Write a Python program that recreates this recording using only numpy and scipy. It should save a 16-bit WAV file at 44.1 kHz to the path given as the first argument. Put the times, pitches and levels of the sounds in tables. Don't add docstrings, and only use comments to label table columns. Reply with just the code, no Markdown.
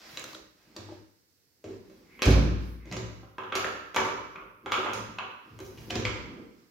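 import sys
import numpy as np
from scipy import signal
from scipy.fft import irfft
from scipy.io import wavfile

SR = 44100
rng = np.random.default_rng(int(sys.argv[2]) if len(sys.argv) > 2 else 0)


def convert_level_to_amplitude(level_db):
    exponent = np.asarray(level_db, float) / 20
    return 10 ** exponent


def master_out(mix):
    frames = np.transpose(np.atleast_2d(mix))
    ceiling = np.clip(frames, -1, 1)
    pcm = np.round(ceiling * 32767).astype(np.int16)
    wavfile.write(sys.argv[1], SR, pcm)


N = 295749

# [f/Hz, level/dB, T60/s]
SLAM_MODES = [(68.7, -15, 0.4), (92, -8, 0.8), (108, -1.5, 0.35), (144.4, -9.5, 0.5), (178, -11, 0.25),
              (220, -19, 0.5), (278.6, -10, 0.35), (319, -26, 0.6), (472, -24, 0.35), (356, -15, 0.2),
              (243.5, -17, 0.4)]
# [f/Hz, shut level/dB, free level/dB, T60/s]
LEAF_MODES = [(64.6, -5.5, -21, 0.45), (99.6, 0.5, 3, 0.17), (111.7, -3, -27, 0.34), (152, -3, -13, 0.18)]
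# [f/Hz, shut level/dB, free level/dB, T60/s]
PANEL_MODES = [(193, -13, -5.5, 0.14), (229.5, -9.5, -13, 0.14), (292.5, -6.5, -27, 0.09),
               (315, -7, 3.5, 0.16), (376.5, -5.5, -13, 0.22), (416.5, 6.5, 9, 0.03),
               (482, -16.5, -11.5, 0.56), (528.3, 1, 2.5, 0.099), (599.5, -3.5, -0.5, 0.094),
               (679, -2, -1, 0.032)]
# [f/Hz, level/dB, T60/s]
CASE_MODES = [(805, -7.5, 0.015), (793, -10.5, 0.0079), (980, 2, 0.0084), (1080, -5.5, 0.049),
              (1163, -1.5, 0.011), (1385, -1, 0.02), (1590, -11.5, 0.023)]
# [f/Hz, level/dB, T60/s]
BOLT_MODES = [(1820, 4.5, 0.003), (2235, 3, 0.01), (2600, 5, 0.0037), (3325, 4.5, 0.0041),
              (3850, -6, 0.002)]
# [f/Hz, level/dB, T60/s]
CRACK_MODES = [(4600, 8.16, 0.0013), (5270, 0.72, 0.0069), (6400, 9.6, 0.0015), (7530, 1.87, 0.0016)]
# [f/Hz, level/dB, T60/s]
EDGE_MODES = [(9940, 8.5, 0.0012), (12340, 12, 0.0016), (15000, 11.5, 0.00051)]

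# [t/s, case level/dB, hardness/dB, wood level/dB]
SWING = [(0.171, -37.5, -1.5, -45.5), (0.24, -73, 3, -47), (0.349, -56.5, 10, -47), (0.763, -40.5, -1, -40),
         (0.783, -60, 14, -38), (0.89, -44, -17, -44), (0.921, -71, 2, -52), (1.64, -43.5, -10, -39.5),
         (1.646, -42, -19.5, -35), (1.897, -59, -7.5, -51.5), (2.191, -36, -26, -48),
         (2.219, -17.5, -10.5, -24.5)]
# [t/s, case level/dB, hardness/dB, wood level/dB]
SEATED = [(2.254, -54, 21, -23), (2.282, -30, -10, -25), (2.305, -27, -8, -34), (2.345, -37, -26, -36),
          (2.855, -53, -8, -52), (2.913, -41, -8, -50), (2.924, -33, -6, -39), (2.934, -39, -20, -37),
          (2.966, -37, -5, -35.5), (3.23, -43.5, -58, -49), (5.505, -48, -13, -65),
          (5.589, -35.5, -49, -46.5), (5.603, -51.5, 2.5, -43), (5.775, -41, -8.5, -50),
          (5.905, -32, -5, -32), (5.955, -29.5, -6.5, -32.5), (6.051, -25.5, -13, -37),
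          (6.083, -33, -42, -41)]
# [t/s, case level/dB, hardness/dB, wood level/dB]
LOCK = [(3.382, -25, -34, -37), (3.435, -29, -38, -44), (3.522, -17, -38, -33.5), (3.552, -20, -10, -31.5),
        (3.645, -24.5, -22, -29.5), (3.944, -25, -17, -35.5), (3.961, -19, -14, -25.5),
        (3.979, -23, -53, -28), (3.998, -35, -26, -37), (4.048, -31.5, -14, -34), (4.089, -57, -5, -33),
        (4.355, -30.5, -66, -45), (4.419, -61, -42, -47.5), (4.659, -23, -30.5, -36.5),
        (4.714, -31, -21, -45), (4.719, -13, -23.5, -32), (4.781, -30, -26, -33), (4.845, -26, -27, -30),
        (4.865, -24, -33, -55), (4.888, -24, -35, -38), (4.933, -39.5, 2.5, -34.5), (5.185, -24, -30, -48),
        (5.219, -58, -14, -42)]
# [t/s, level/dB]
PUSHES = [
    (0.783, -36.5),
    (0.89, -37.5),
    (0.932, -40.5),
    (1.646, -38),
    (4.929, -45),
    (5.121, -50),
    (5.505, -41),
    (5.692, -49),
    (5.775, -39.5),
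]

# [t/s, level/dB, f/Hz, width/Hz, T60/s]
CHATTER = [(3.384, -38.5, 1060, 150, 0.16), (3.524, -39, 1170, 203, 0.2), (3.962, -23.5, 1020, 110, 0.14),
           (3.963, -31.5, 2290, 400, 0.13), (3.963, -32.5, 1680, 250, 0.15), (3.964, -31, 3040, 400, 0.08),
           (4.36, -49, 2390, 500, 0.18), (3.556, -38, 2570, 500, 0.069), (3.556, -34.5, 5700, 900, 0.059),
           (3.998, -28, 1030, 150, 0.069), (4.05, -33.5, 1140, 202, 0.2), (4.66, -48, 1050, 146, 0.13),
           (4.721, -29.5, 1240, 130, 0.23), (4.725, -33.5, 2290, 250, 0.19), (4.722, -33, 2970, 500, 0.11),
           (3.645, -29, 1700, 700, 0.03), (5.955, -34, 2600, 900, 0.052), (5.65, -57.5, 5800, 1500, .3),
           (2.97, -47.5, 4660, 1500, 0.17), (4.765, -31.5, 1310, 150, 0.092),
           (4.811, -38, 1170, 150, 0.087), (4.86, -27.5, 895, 250, 0.048), (4.885, -36, 1280, 250, 0.038),
           (5.186, -30.5, 1080, 160, 0.1), (5.185, -38.5, 1390, 250, 0.16),
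           (5.186, -36.5, 2900, 800, 0.079), (5.186, -50, 1920, 400, 0.067),
           (5.186, -56, 4100, 1200, 0.047), (6.052, -34, 2600, 700, 0.083), (6.052, -37, 4460, 400, 0.077),
           (5.905, -38.5, 3360, 900, 0.041), (0.889, -43, 840, 300, 0.031), (1.643, -59, 5200, 1500, 0.089),
           (2.222, -39, 1090, 120, 0.091)]
# [t/s, level/dB, f/Hz, width/Hz, T60/s]
MORE_CHATTER = [(2.221, -29, 4200, 1400, 0.07), (2.255, -34, 4300, 1400, 0.15), (2.306, -38, 4300, 1200, 0.25),
                (2.255, -38, 7100, 900, 0.1), (2.26, -35, 1750, 500, 0.2), (2.914, -40, 4400, 1600, 0.015),
                (2.922, -40, 2300, 500, 0.08), (4.358, -45, 1130, 260, 0.15), (3.963, -31.5, 2450, 400, 0.15),
                (5.776, -49, 2700, 1600, 0.06), (5.78, -61, 5900, 1500, 0.4), (5.9, -42, 3800, 2000, 0.012),
                (6.049, -38, 2600, 1500, 0.012), (0.2, -50, 2900, 300, 0.1), (0.196, -42, 6600, 1200, 0.01),
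                (0.241, -35, 5200, 2000, 0.012), (0.331, -40, 4500, 1500, 0.01), (3.553, -44, 12200, 2500, 0.1),
                (5.596, -52, 3500, 2000, 0.012), (6.053, -40, 1550, 400, 0.2), (5.955, -36, 1600, 700, 0.03),
                (4.662, -41, 760, 250, 0.12), (3.645, -25, 1500, 900, 0.02)]
# [t/s, level/dB, f/Hz, width/Hz, T60/s]
SHUDDER = [(2.37, -26, 164, 75, 0.42), (2.265, -25, 316, 120, 0.38), (2.44, -32.5, 95, 25, 0.57),
           (1.66, -44, 397, 67, 0.61), (5.6, -46, 375, 22, .5), (0.39, -58, 65, 25, .2),
           (0.13, -56.5, 157, 51, 0.76), (2.364, -31.5, 486, 180, 0.27), (2.265, -36, 760, 290, 0.35),
           (2.34, -39.5, 1020, 470, 0.19), (2.45, -34, 325, 42, 0.37), (4.96, -51, 50, 16, .45),
           (3.962, -44, 57, 20, 0.28), (4.54, -62, 100, 25, .15), (4.4, -53, 39, 13, 0.24),
           (2.905, -36, 167, 65, 0.34), (4.98, -45.5, 220, 120, 0.6), (4.36, -53.5, 197, 100, 0.25),
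           (5.956, -32.5, 354, 90, 0.2), (6.05, -35, 480, 120, 0.19), (6.069, -39, 60, 15, .3),
           (6.28, -44.5, 257, 76, 0.43), (6.38, -53.5, 470, 140, 0.3), (6.58, -69.5, 260, 25, .15)]

# [t/s, peak level/dB, f/Hz, snap level/dB]
TICKS = [(0.173, -19, 4000, -33), (0.1957, -39, 2860, -29), (0.2413, -29, 4170, -24.5),
         (0.333, -31, 1150, -36), (0.172, -22, 2910, -53), (0.241, -26, 1330, -48),
         (0.349, -28.5, 1420, -50), (0.347, -25.5, 3920, -50), (0.35, -27, 3270, -35),
         (0.7646, -36, 1800, -45), (0.7656, -25, 4700, -40), (2.856, -55, 2080, -55),
         (2.925, -28.5, 2263, -38), (2.9671, -28, 2800, -34), (3.382, -24, 1580, -48),
         (3.521, -21, 1440, -68), (3.5538, -28, 2540, -21), (3.648, -24.5, 1860, -60),
         (3.9618, -33, 2480, -21), (3.9796, -14.5, 1990, -38), (4.0522, -19, 2070, -85),
         (4.359, -26, 2380, -67), (4.7202, -13, 2200, -26), (4.86, -25, 1590, -51), (4.934, -58, 3100, -38),
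         (5.1851, -23, 2600, -57), (5.59, -54, 2280, -36), (5.6027, -37, 1540, -33),
         (5.776, -40, 2930, -38), (5.902, -22, 2840, -46), (5.905, -15, 3000, -28), (5.954, -27, 3500, -31),
         (5.9555, -17, 4890, -50), (6.052, -10, 2330, -45), (6.0568, -23, 2700, -47)]
# [t/s, peak level/dB, f/Hz]
KNOCKS = [(0.763, -39, 341), (0.888, -38, 327), (0.889, -56, 910), (0.903, -38, 363), (0.914, -43, 600),
          (0.922, -42, 339), (0.923, -45, 812), (1.014, -44.5, 316), (1.642, -36, 401), (1.643, -49, 710),
          (2.193, -41, 1080), (2.261, -39, 840), (2.915, -37.5, 717), (3.229, -49, 321), (3.229, -48, 774),
          (2.97, -29, 373), (3.384, -37.5, 379), (3.556, -30.5, 370.5), (4.662, -34, 395),
          (4.723, -35.5, 380), (4.78, -25.5, 370.3), (4.848, -30, 379), (5.61, -38.5, 315),
          (5.904, -31.5, 715), (5.955, -31, 738)]

# [t/s, length/s, rumble level/dB, rub level/dB]
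HANDLING = [(0.0, 0.31, -54.5, -44), (0.58, 0.055, -67, -59.5), (0.68, 0.026, -57.5, -64),
            (0.76, 0.17, -56.5, -52), (1.68, 0.048, -43.5, -53), (1.85, 0.51, -56.5, -61.5),
            (2.62, 0.008, -43.5, -50.5), (2.88, 0.11, -42, -53.5), (4.652, 0.0042, -44, -65),
            (5.46, 0.14, -54, -61.5), (5.66, 0.12, -50, -61), (5.79, 0.046, -56, -53),
            (5.9, 0.083, -36, -50), (6.13, 0.14, -44, -70), (6.32, 0.086, -46.5, -83),
            (6.56, 0.036, -73.5, -63.5)]
# [t/s, length/s, level/dB]
SQUEAK = [
    (2.11, 0.07, -66),
    (2.83, .07, -67),
    (6.05, .01, -57),
]
# [t/s, length/s, level/dB]
BRUSH = [
    (0.12, 0.2, -60),
    (1.93, 0.05, -74),
    (2.17, 0.03, -70),
    (2.68, 0.055, -64.5),
    (4.94, 0.054, -71),
    (5.645, 0.03, -60),
    (5.8, 0.03, -66),
    (5.87, 0.02, -64),
]
# [f/Hz, level/dB per Hz]
RUMBLE = [(24, -67), (40, 5), (75, -4), (124, -4.5), (286, 4.5), (357, -4.5), (541, -10.5), (609, -23),
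          (900, -17), (1170, -43), (1980, -120)]
# [f/Hz, level/dB per Hz]
RUB = [(350, -42), (600, 0), (953, -3.5), (1340, -2.5), (1730, -2), (3660, -6.5), (6150, -1.5), (8180, -24),
       (12800, 4.5), (15500, -14)]

# [f/Hz, T60/s, level/dB, build-up/s, left-right likeness, left-right level/dB]
ROOM = [(60, 0.6, -30.5, 0.036, 0.2, -0.5), (250, 0.85, -30.5, 0.021, 0.84, -1.5),
        (600, 0.55, -26.5, 0.0055, 0.34, 0.5), (1300, 0.95, -27.5, 0.0011, -0.23, -2.5),
        (2600, 0.8, -28, 0.0011, 0.057, -3.5), (5200, 0.77, -30.5, 0.00043, -0.18, -6),
        (9000, 0.53, -29.5, 0.0035, -0.15, 0.5), (13600, 0.58, -33, 0.0019, -0.0039, 0)]
# [f/Hz, level/dB per Hz]
FLOOR = [(18, -37), (30, -23), (90, 8), (170, -5), (384, 1), (554, -10.5), (1160, -13.5), (1760, -10),
         (3400, -15), (5740, -4), (8520, -21), (13000, -12), (16000, -11.5)]
# one row per channel, left then right [level/dB]
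MIC_TREBLE_DB = [
    [-15.5],
    [-21.5],
]
EDGES = 32 * 2 ** np.arange(0, 9.1, .5)
EVEN_ECHOES = np.exp(2j * np.pi * rng.random((2, 2, 10, int(.15 * SR) // 2 + 1)))

SLAM_S, SLAM_DB, SLAM_PUSH_S = 2.257, -10.5, 0.006
OPENS_S = 6.07
HUM_HZ, HUM_DB, HUM_LAG_S, HUM_HOLD_S, HUM_T60_S = 58.2, -15.5, 0.0052, 0.11, 1.0
HUM_WOBBLE_HZ, HUM_WOBBLE_DB = 8.3, 1
LOCK_SPAN_S, LOCK_EDGE_DB = (3.3, 5.0), 7.5
BOLT_HARDNESS_SHARE, LEVER_BOLT_DB, LOCK_BOLT_DB = 0.25, 0.5, -1.5
SWING_LEAF_DB, SEATED_LEAF_DB, LOCK_LEAF_DB = -17, 1.5, -12
CASE_SMALL_HZ = 840
CHATTER_PER_CYCLE, SHUDDER_PER_CYCLE, CHATTER_RISE_CYCLES = .3, 3, 1.34
TICK_T60_S, KNOCK_CYCLES = 0.012, 92
OVERTONE_RATIO, OVERTONE_DB, OVERTONE_LIFE = 1.286, -10.5, 0.22
GRIP_DB_PER_S, LET_GO_DB_PER_S = 384, 223
SQUEAK_HZ, SQUEAK_T60_S, SQUEAK_RISE_DB_PER_S, SQUEAK_FALL_DB_PER_S = 2170, .01, 314, 246
BRUSH_HZ, BRUSH_RISE_DB_PER_S, BRUSH_FALL_DB_PER_S = 10000, 154, 132
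OPEN_DECAY = 1.34
FLOOR_DB, SHUT_QUIET_DB = -69.5, -9
MIC_BASS_HZ, MIC_KNEE_HZ, TOP_HZ = 35.6, 7600, 16000


def slam():
    t = np.maximum(np.arange(N) / SR - SLAM_S, 0)
    shove = t / SLAM_PUSH_S * np.exp(-t / SLAM_PUSH_S) * (t < .3)
    boom = 0
    for hz, level_db, t60 in SLAM_MODES:
        drive = shove / shove.sum() * 2 * np.cos(2 * np.pi * hz * t - 0.5 * rng.random())
        boom = boom + convert_level_to_amplitude(level_db) * ring(drive, hz, t60)
    held = t - HUM_HOLD_S
    hum_db = HUM_DB - 60 * np.maximum(held, 0) / HUM_T60_S
    hum_db = hum_db + HUM_WOBBLE_DB * np.cos(2 * np.pi * HUM_WOBBLE_HZ * held)
    hum = convert_level_to_amplitude(hum_db) * np.sin(2 * np.pi * HUM_HZ * np.maximum(t - HUM_LAG_S, 0))
    return convert_level_to_amplitude(SLAM_DB) * boom + hum


def ring(clicks, hz, t60):
    r, w = convert_level_to_amplitude(-60 / (t60 * SR)), 2 * np.pi * hz / SR
    return signal.lfilter([0, np.sin(w)], [1, -2 * r * np.cos(w), r * r], clicks + 1e-18)


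def hardware():
    s, case_db, hardness_db, panel_db = contacts()
    locking = (s > LOCK[0][0] - .1) & (s < LOCK[-1][0] + .1)
    bolt_db = case_db + np.where(locking, LOCK_BOLT_DB, LEVER_BOLT_DB) + BOLT_HARDNESS_SHARE * hardness_db
    crack_db = case_db + hardness_db
    bare = (s > LOCK_SPAN_S[0]) & (s < LOCK_SPAN_S[1]) | (abs(s - SLAM_S) < .06)
    edge_db = crack_db - 1.5 + LOCK_EDGE_DB * bare
    counts = [len(SWING), len(SEATED), len(LOCK), len(PUSHES)]
    leaf_db = panel_db + np.repeat([SWING_LEAF_DB, SEATED_LEAF_DB, LOCK_LEAF_DB, 30], counts)

    case = rattled(CASE_MODES, case_db - 8, 0.0091, rattle_db=-6.0)
    too_small_for_bass = signal.butter(2, CASE_SMALL_HZ, "high", fs=SR, output="sos")
    case = signal.sosfilt(too_small_for_bass, case)
    bolt = rattled(BOLT_MODES, bolt_db - 2, 0.0011, rattle_db=-5.5)
    crack = rattled(CRACK_MODES, crack_db + 2.0, 0.0019, rattle_db=-3.5)
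    crack = crack + rattled(EDGE_MODES, edge_db, 0.0046, rattle_db=-1.5)
    leaf = struck(LEAF_MODES, leaf_db - 7.0, 0.018, spread_db=3.5)
    panel = struck(PANEL_MODES, panel_db - 8.5, 0.0016, spread_db=-1.0)
    return case + bolt, crack, leaf + panel


def contacts():
    shoves = [(s, -99, 0, db - 30) for s, db in PUSHES]
    return np.transpose(SWING + SEATED + LOCK + shoves)


def struck(modes, blow_db, contact_s, spread_db):
    s, out = contacts()[0], np.zeros(N)
    shut = (s > SLAM_S - .1) & (s < OPENS_S)
    chance = rng.standard_normal((len(s), len(modes), 2))
    r = np.exp(-1 / (contact_s * SR))
    for k, (hz, shut_db, free_db, t60) in enumerate(modes):
        clicks = np.zeros(N)
        strength_db = blow_db + np.where(shut, shut_db, free_db) + spread_db * chance[:, k, 0]
        clicks[(s * SR).astype(int)] = convert_level_to_amplitude(strength_db) * np.sign(chance[:, k, 1])
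        swell = signal.lfilter([1 - r], [1, -r * np.exp(2j * np.pi * hz / SR)], clicks + 1e-18).real
        out += ring(2 * swell, hz, t60)
    return out


def rattled(modes, blow_db, rattle_s, rattle_db):
    starts = np.zeros(N)
    starts[((contacts()[0] + .0012) * SR).astype(int)] = convert_level_to_amplitude(blow_db)
    dying = signal.lfilter([1], [1, -np.exp(-1 / (rattle_s * SR))], starts + 1e-18)
    dying = dying / np.sqrt(rattle_s * SR / 2)
    drive = starts + convert_level_to_amplitude(rattle_db) * dying * rng.standard_normal(N)
    out = 0
    for k, (hz, level_db, t60) in enumerate(modes):
        out = out + (-1) ** k * convert_level_to_amplitude(level_db) * ring(drive, hz, t60)
    return out


def chatter(rows, per_cycle):
    out, t = np.zeros(N), np.arange(int(.6 * SR)) / SR
    for s, level_db, hz, width_hz, t60 in rows:
        taps = (rng.random(len(t)) < per_cycle * hz / SR) * rng.standard_normal(len(t))
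        taps[0] = 1
        force = convert_level_to_amplitude(-60 * t / t60) * (1 - np.exp(-(t + 1 / hz) * hz / CHATTER_RISE_CYCLES))
        around = signal.butter(1, [hz / 1.4, hz * 1.4], "band", fs=SR, output="sos")
        taps = signal.sosfilt(around, taps * force)
        ring_t60 = np.log(1000) / (np.pi * width_hz)
        sound = rms_one(ring(taps, hz, ring_t60)) * np.sqrt(np.mean(force ** 2))
        part = out[int(s * SR):][:len(t)]
        part += convert_level_to_amplitude(level_db) * sound[:len(part)]
    return out


def ticks():
    out, size = np.zeros(N), 5000
    rows = [(s, db, hz, TICK_T60_S, snap_db) for s, db, hz, snap_db in TICKS]
    rows += [(s, db, hz, KNOCK_CYCLES / hz, db - 30.0) for s, db, hz in KNOCKS]
    t = np.arange(size) / SR
    grits = rng.standard_normal((len(rows), size + 1))
    for (s, peak_db, hz, t60, snap_db), grit in zip(rows, grits):
        tone = convert_level_to_amplitude(peak_db - 5.5 - 60 * t / t60) * np.sin(2 * np.pi * hz * t)
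        tone *= (1 + 0.037 * grit[1:]) * (1 - np.exp(-t / 0.00037))
        overtone_db = peak_db + OVERTONE_DB - 60 * t / (t60 * OVERTONE_LIFE)
        overtone = convert_level_to_amplitude(overtone_db) * np.sin(2 * np.pi * hz * OVERTONE_RATIO * t)
        snap = convert_level_to_amplitude(snap_db + 3.0) * np.diff(grit) * np.exp(-t / 0.0003)
        out[int(s * SR):][:size] += tone + overtone + snap
    return out


def handling():
    rumble, rub = stroked(HANDLING, GRIP_DB_PER_S, LET_GO_DB_PER_S) * convert_level_to_amplitude([[-8], [-9]])
    squeal = rms_one(ring(rng.standard_normal(N), SQUEAK_HZ, SQUEAK_T60_S))
    squeak = stroked(SQUEAK, SQUEAK_RISE_DB_PER_S, SQUEAK_FALL_DB_PER_S)[0] * convert_level_to_amplitude(1.0) * squeal
    rumble = rumble * friction(RUMBLE, 900, uneven_db=0.5)
    rub = rub * friction(RUB, 5000, uneven_db=-3.5)
    return rumble + rub + squeak


def friction(spectrum, per_s, uneven_db):
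    slips = (rng.random((2, N)) < per_s / SR) * rng.standard_normal((2, N))
    slips = slips * convert_level_to_amplitude(uneven_db * np.minimum(rng.exponential(1, (2, N)), 4))
    return rms_one(sum(convert_level_to_amplitude(at_hz(spectrum, hz)[0]) * band for hz, band in bands(slips + 1e-18)))


def stroked(strokes, rise_db_per_s, fall_db_per_s):
    t, gains = np.arange(N) / SR, 0
    for s, length_s, *levels_db in strokes:
        loss_db = rise_db_per_s * np.maximum(s - t, 0) + fall_db_per_s * np.maximum(t - s - length_s, 0)
        gains = gains + convert_level_to_amplitude(np.array(levels_db))[:, None] * convert_level_to_amplitude(-loss_db)
    return gains


def brush():
    airy = signal.butter(4, BRUSH_HZ, "high", fs=SR, output="sos")
    hiss = signal.sosfilt(airy, rng.standard_normal((2, N)))
    gain = stroked(BRUSH, BRUSH_RISE_DB_PER_S, BRUSH_FALL_DB_PER_S)[0]
    return gain * rms_one(hiss) * convert_level_to_amplitude([[2.2], [-2.2]])


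def room(x):
    t, shut, ajar = np.arange(int(1.5 * SR)) / SR, 0, 0
    scatter = rms_one(irfft(EVEN_ECHOES, len(t) // 10).reshape(2, 2, -1))
    for hz, pair in bands(scatter):
        t60, level_db, build_s = at_hz(ROOM, hz)[:3]
        echo = stereo(pair, hz) * convert_level_to_amplitude(level_db - 60 * t / t60) * (1 - np.exp(-(t / build_s) ** 2))
        shut = shut + echo
        ajar = ajar + echo * convert_level_to_amplitude(-60 * (OPEN_DECAY - 1) * t / t60)
    closed = np.arange(N) / SR > SLAM_S - .1
    wet = signal.fftconvolve([x * closed], shut, axes=1) + signal.fftconvolve([x * ~closed], ajar, axes=1)
    return wet[:, :N]


def stereo(pair, hz):
    alike, pan_db = at_hz(ROOM, hz)[3:]
    alike = np.clip(alike, -1, 1)
    spread = np.sqrt(1 + alike) * pair[0] + np.sqrt(1 - alike) * pair[1] * [[1], [-1]]
    return spread * convert_level_to_amplitude([[pan_db / 2], [-pan_db / 2]])


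def bands(x):
    for k, (low, high) in enumerate(zip(EDGES, EDGES[1:])):
        slice_filter = signal.butter(2, [low, high], "band", fs=SR, output="sos")
        yield np.sqrt(low * high), signal.sosfilt(slice_filter, x[k % 2])


def at_hz(points, hz):
    return [np.interp(np.log(hz), np.log(np.array(points)[:, 0]), c) for c in np.transpose(points)[1:]]


def rms_one(x):
    return x / np.sqrt(np.mean(x ** 2) + 1e-20)


def quiet():
    shut = np.interp(np.arange(N) / SR, [SLAM_S - .1, SLAM_S, OPENS_S, OPENS_S + .3], [0, 1, 1, 0])
    outside, own = 0, 0
    for hz, pair in bands(rng.standard_normal((2, 2, N))):
        part = convert_level_to_amplitude(at_hz(FLOOR, hz)[0]) * stereo(pair, hz)
        if hz < MIC_KNEE_HZ:
            outside = outside + part
        else:
            own = own + part
    return convert_level_to_amplitude(FLOOR_DB) * (convert_level_to_amplitude(SHUT_QUIET_DB * shut) * outside + own) / np.std(outside + own)


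def scene():
    metal, crack, wood = hardware()
    boom, hand, tick = slam(), handling(), ticks()
    loose = chatter(CHATTER, CHATTER_PER_CYCLE) + chatter(MORE_CHATTER, CHATTER_PER_CYCLE)
    shake = chatter(SHUDDER, SHUDDER_PER_CYCLE)

    direct = metal * convert_level_to_amplitude([[-1.2], [1.2]]) + crack * convert_level_to_amplitude([[1.5], [-1.5]]) + wood * convert_level_to_amplitude([[.2], [-.2]])
    direct = direct + boom * convert_level_to_amplitude([[-.6], [.6]]) + hand + tick * convert_level_to_amplitude([[.5], [-.6]])
    direct = direct + loose * convert_level_to_amplitude([[-.7], [.7]]) + shake

    send = metal + convert_level_to_amplitude(1.5) * crack + convert_level_to_amplitude(-0.5) * wood + convert_level_to_amplitude(-12.0) * boom + convert_level_to_amplitude(-11.5) * tick
    send = send + convert_level_to_amplitude(-1.0) * hand + convert_level_to_amplitude(-6.5) * loose + convert_level_to_amplitude(-6.5) * shake

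    near = direct + room(send)
    below = signal.sosfilt(signal.butter(10, MIC_KNEE_HZ, fs=SR, output="sos"), near)
    above = signal.sosfilt(signal.butter(10, MIC_KNEE_HZ, "high", fs=SR, output="sos"), near)
    return below - convert_level_to_amplitude(MIC_TREBLE_DB) * above + brush() + quiet()


def low_pass(x):
    return signal.sosfilt(signal.butter(12, 16640, fs=SR, output="sos"), x)


def record(dry):
    dry = signal.sosfilt(signal.butter(4, MIC_BASS_HZ, "high", fs=SR, output="sos"), dry)
    low = signal.sosfiltfilt(signal.butter(12, TOP_HZ, fs=SR, output="sos"), dry)
    return low_pass(low + convert_level_to_amplitude(-44) * (dry - low))


dry = scene()
out = record(dry)
master_out(out)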